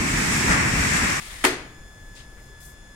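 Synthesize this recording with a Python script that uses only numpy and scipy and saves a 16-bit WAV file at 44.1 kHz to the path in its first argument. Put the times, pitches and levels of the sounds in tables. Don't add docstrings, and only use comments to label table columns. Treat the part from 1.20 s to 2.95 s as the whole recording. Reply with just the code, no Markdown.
import sys
import numpy as np
from scipy import signal
from scipy.fft import rfft, irfft
from scipy.io import wavfile

SR = 44100
rng = np.random.default_rng(int(sys.argv[2]) if len(sys.argv) > 2 else 0)


def log_audio(samples):
    frames = np.atleast_2d(samples).T
    limited = np.clip(frames, -1, 1)
    pcm = np.round(limited * 32767).astype(np.int16)
    wavfile.write(sys.argv[1], SR, pcm)


N = 77175
TIME = np.arange(N) / SR
BIN_HZ, PADDED_BIN_HZ = np.fft.rfftfreq(N, 1 / SR), np.fft.rfftfreq(2 * N, 1 / SR)
DOOR_STOP_S = 0.26

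# f/Hz, correlation
COHERENCE = [(100, .96), (330, 0.92), (700, 0.68), (1400, 0.0038), (2800, 0.023), (12000, -0.26)]
# f/Hz, level/dB
LEFT_EXCESS = [(100, 1.5), (400, 1.5), (1200, 2.5), (2400, 2), (4400, 4.5), (7000, 10), (9500, 11.5),
               (12000, 5.5), (15000, -1.5)]
# t/s, level/dB
SLIDE_ENVELOPE = [(0, -43.5), (.04, -42.5), (.08, -44), (.12, -44), (.17, -45.5), (.24, -44.5)]
# f/Hz, relative level/dB
SLIDE_SPECTRUM = [(200, -8.5), (600, -12.5), (1150, -5), (1450, -4.5), (2050, 1), (2750, -4), (3400, -3),
                  (4500, -6.5), (6200, -9.5), (10000, -8.5), (12500, -16.5), (16000, -19)]
# f/Hz, glide/(Hz/s), bandwidth/Hz, level/dB, peak t/s, spread/s
TRACK_RESONANCES = [(1400, -2000, 100, -51, 0.12, 0.069), (2196, 8, 130, -50.5, 0.1, 0.096),
                    (1900, 2, 130, -43.5, 0.25, 0.11), (3420, -2, 390, -45, 0.112, 0.013)]
# t/s, level/dB
RUMBLE_ENVELOPE = [(0, -47.5), (.3, -44), (.65, -46), (.8, -45), (.93, -43.5), (1.05, -46.5), (1.25, -45.5),
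                   (1.5, -48), (1.75, -48)]
# f/Hz, relative level/dB
RUMBLE_SPECTRUM = [(15, -6.5), (28, 3.5), (38, 0), (55, 0.5), (80, -7), (120, -9), (200, -19), (400, -24),
                   (1000, -42)]
HISS_SPECTRUM = [(100, 4), (330, -0.5), (600, -3), (1100, -4.5), (2000, -6.5), (3000, -13.5), (4000, -15),
                 (6000, -14), (10000, -20), (13000, -29), (16000, -45)]
# harmonic number, left level/dB, right level/dB, modulation depth
WHINE_HARMONICS = [(1, -53.5, -54, 0.013), (2, -61.5, -68, 0.28), (3, -68, -70, 0.7),
                   (4, -62.5, -68.5, 0.21), (5, -72.5, -78, 0.37), (6, -71, -79, 0.76)]
# t/s, relative level/dB, low-pass corner f/Hz
BAR_IMPACTS = [(.2396, -14, 15000), (.2421, -1, 9000), (.2453, -8, 4000), (.2496, .5, 13000),
               (.2507, -4, 9000), (.2527, -3, 5000), (.2603, -11, 3000), (.2686, -8, 4000)]
# f/Hz, relative level/dB
IMPACT_SPECTRUM = [(100, -35), (195, -28), (235, 3), (310, 2), (400, -2), (600, -0.5), (900, -0.5),
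                   (1900, 5.5), (3000, -0.5), (3900, -5.5), (6000, -11), (8500, -7.5), (10500, -8.5),
                   (12500, -20.5), (16000, -26)]
# f/Hz, relative level/dB, T60/s
NORMAL_MODES = [(232, -10, .2), (263, -8, .45), (288, -11, .4), (368, 5, .17), (447, -2, .27),
                (662, -6, .15), (864, -6, .24), (962, -9, .25), (1197, -6, .24), (1433, -7, .3),
                (1645, -7, .33), (1819, -6, .3), (1880, -8, .26), (1985, -5, .36), (2111, -8, .32),
                (2146, -7, .28), (2455, -8, .22), (2680, -9, .22), (2822, -11, .2)]
# f/Hz, relative level/dB
PORCH_SPECTRUM = [(70, -11.5), (135, -1.5), (200, -11.5), (245, -1), (310, 1.5), (420, 1), (600, -3.5),
                  (1000, -5), (2000, -2), (3000, -7), (4200, -8), (6500, -10.5), (9500, -11), (12500, -13),
                  (16000, -20.5)]
# f/Hz, T60/s
REVERBERATION_TIME = [(120, 1.08), (250, 0.7), (500, .57), (2000, 0.61), (5000, .42), (9000, 0.3),
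                      (15000, 0.13)]
# onset t/s, attack/s, hold/s, release/s, level/dB, lower f/Hz, upper f/Hz
SLEEVE_STROKES = [(0.941, 0.018, 0.022, 0.078, -52.5, 3040, 8600),
                  (0.956, 0.014, 0.029, 0.073, -50, 1400, 4400), (1.162, .01, .015, 0.045, -57, 1400, 2250),
                  (1.15, .05, 0.072, 0.084, -64, 4000, 13800),
                  (1.401, 0.0031, 0.024, 0.084, -49.5, 4500, 16000),
                  (1.424, 0.032, 0.026, 0.078, -51, 6000, 14000)]
# t/s, relative level/dB, centre f/Hz, T60/s
FOOTFALLS = [(1.294, -45, 385, .12), (1.395, -45, 148, .55)]


def from_db(db):
    return 10 ** (np.asarray(db) / 20)


def unit_rms(x):
    return x / np.sqrt(np.mean(x ** 2) + 1e-20)


def at_hz(table, hz):
    frequencies, values = np.transpose(table)
    return np.interp(np.log(np.maximum(hz, 1)), np.log(frequencies), values)


def drift(rate):
    knots = rng.standard_normal(2000)
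    return np.interp(TIME * rate, np.arange(len(knots)), knots)


def decay(t60, start=0):
    return (TIME >= start) * np.exp(-np.log(1000) * np.maximum(TIME - start, 0) / t60)


def colour(x, spectrum):
    gain = unit_rms(from_db(at_hz(spectrum, PADDED_BIN_HZ)))
    cepstrum = irfft(np.log(gain))
    cepstrum[1:N] *= 2
    cepstrum[N + 1:] = 0
    return irfft(rfft(x, 2 * N) * np.exp(rfft(cepstrum)))[..., :N]


def diffuse_noise():
    mid, side = rfft(rng.standard_normal((2, N)))
    coherence = at_hz(COHERENCE, BIN_HZ)
    return irfft(np.sqrt(1 + coherence) * mid + np.sqrt(1 - coherence) * side * [[1], [-1]], N)


def mesh_slide(grain_db=0.9):
    level_db = np.interp(TIME, *np.transpose(SLIDE_ENVELOPE)) + grain_db * drift(290)
    motion = (TIME < DOOR_STOP_S) + decay(t60=0.2, start=DOOR_STOP_S)
    return colour(diffuse_noise() * from_db(level_db) * motion, SLIDE_SPECTRUM)


def track_resonance():
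    out = 0
    for hz, glide, width_hz, db, peak_s, spread_s in TRACK_RESONANCES:
        rub = np.array([drift(2 * width_hz) + 1j * drift(2 * width_hz) for _ in range(2)])
        pitch_hz = hz + glide * np.minimum(TIME, DOOR_STOP_S)
        tone = np.real(rub * np.exp(2j * np.pi * np.cumsum(pitch_hz) / SR))
        out += from_db(db) * np.exp(-((TIME - peak_s) / spread_s) ** 2) * tone
    return out


def outdoor_air(hiss_db=-52.5):
    rumble, hiss = [unit_rms(irfft(rfft(diffuse_noise()) * from_db(at_hz(spectrum, BIN_HZ)), N))
                    for spectrum in (RUMBLE_SPECTRUM, HISS_SPECTRUM)]
    rumble_db = np.interp(TIME, *np.transpose(RUMBLE_ENVELOPE))
    return from_db(rumble_db) * rumble + from_db(hiss_db) * hiss


def electrical_whine(pitch_hz=1719.5, waver_hz=1.97, flutter_db=1.5, left_lag_rad=1):
    cycles = np.cumsum(pitch_hz + waver_hz * drift(29.9)) / SR
    out = 0
    for harmonic, left_db, right_db, depth in WHINE_HARMONICS:
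        modulation = 1 + depth * (drift(310) + 1j * drift(310))
        phase = 2 * np.pi * harmonic * cycles - left_lag_rad * np.array([[1], [0]])
        level_db = np.array([[left_db], [right_db]]) + flutter_db * drift(11.97)
        out += np.sqrt(2) * from_db(level_db) * np.real(modulation * np.exp(1j * phase))
    return out


def contact_forces():
    forces = []
    for onset_s, db, corner_hz in BAR_IMPACTS:
        impulse = from_db(db) * (np.arange(N) == int(onset_s * SR))
        pole = np.exp(-2 * np.pi * corner_hz / SR)
        forces.append(signal.lfilter([1 - pole], [1, -pole], impulse + 1e-18))
    return np.array(forces)


def bar_clatter(forces, t60=0.029):
    envelope = unit_rms(decay(t60)) / np.sqrt(N)
    return sum(signal.fftconvolve(force[None], diffuse_noise() * envelope, axes=1)[:, :N]
               for force in forces)


def summed_envelope(forces, response):
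    energy = signal.fftconvolve(np.sum(forces ** 2, axis=0), response ** 2)[:N]
    return np.sqrt(np.abs(energy))


def frame_ring(forces, gain_db=-24.5, rise_s=0.012):
    out = 0
    for hz, db, t60 in NORMAL_MODES:
        offset_rad = np.arccos(at_hz(COHERENCE, hz)) / 2 * rng.choice([-1, 1])
        tone = np.sin(2 * np.pi * (hz * TIME + rng.random()) + offset_rad * np.array([[1], [-1]]))
        envelope = summed_envelope(forces, decay(t60) * (1 - decay(rise_s)))
        out += from_db(gain_db + db) * envelope * tone
    return out


def porch_reverberation(forces, gain_db=-26, build_s=0.0021):
    noise_spectrum = rfft(diffuse_noise())
    edges_hz = np.geomspace(40, 20000, 19)
    tail = 0
    for low, high in zip(edges_hz, edges_hz[1:]):
        band = irfft(noise_spectrum * (BIN_HZ >= low) * (BIN_HZ < high), N)
        t60 = at_hz(REVERBERATION_TIME, np.sqrt(low * high))
        response = decay(t60) * (1 - np.exp(-TIME / build_s))
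        tail += band * summed_envelope(forces, response)
    return from_db(gain_db) * colour(tail, PORCH_SPECTRUM)


def door_slam(crack_db=1.5, clatter_db=8.5):
    forces = contact_forces()
    direct = from_db(crack_db) * forces.sum(axis=0) + from_db(clatter_db) * bar_clatter(forces)
    return colour(direct, IMPACT_SPECTRUM) + frame_ring(forces) + porch_reverberation(forces)


def jacket_swish(grain_db=2):
    out = 0
    for onset_s, attack, hold, release, db, low_hz, high_hz in SLEEVE_STROKES:
        band = signal.butter(2, [low_hz, high_hz], "band", fs=SR, output="sos")
        friction = diffuse_noise() * from_db(grain_db * drift(300))
        envelope = np.interp(TIME, np.cumsum([onset_s, attack, hold, release]), [0, 1, 1, 0])
        out += from_db(db) * unit_rms(signal.sosfilt(band, friction)) * envelope
    return out


def footfalls(gain_db=-3, edge_ratio=1.088, rise_s=0.044):
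    out = 0
    for onset_s, db, hz, t60 in FOOTFALLS:
        band = signal.butter(1, [hz / edge_ratio, hz * edge_ratio], "band", fs=SR, output="sos")
        thud = unit_rms(signal.sosfilt(band, signal.sosfilt(band, diffuse_noise())))
        envelope = decay(t60, onset_s) * (1 - decay(rise_s, onset_s))
        out += from_db(gain_db + db) * thud * envelope
    return out


def scene():
    sources = mesh_slide() + track_resonance() + door_slam() + jacket_swish() + footfalls() + outdoor_air()
    balance_db = at_hz(LEFT_EXCESS, PADDED_BIN_HZ) * np.array([[.5], [-.5]])
    panned = irfft(rfft(sources, 2 * N) * from_db(balance_db))[:, :N]
    return panned + electrical_whine()


def record(dry, ceiling=0.75, cutoff_hz=15800):
    rounded = dry / (1 + (dry / ceiling) ** 4) ** (1 / 4)
    low_pass = signal.ellip(10, .1, 80, cutoff_hz, fs=SR, output="sos")
    return signal.sosfilt(low_pass, rounded)


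dry = scene()
out = record(dry)
log_audio(out)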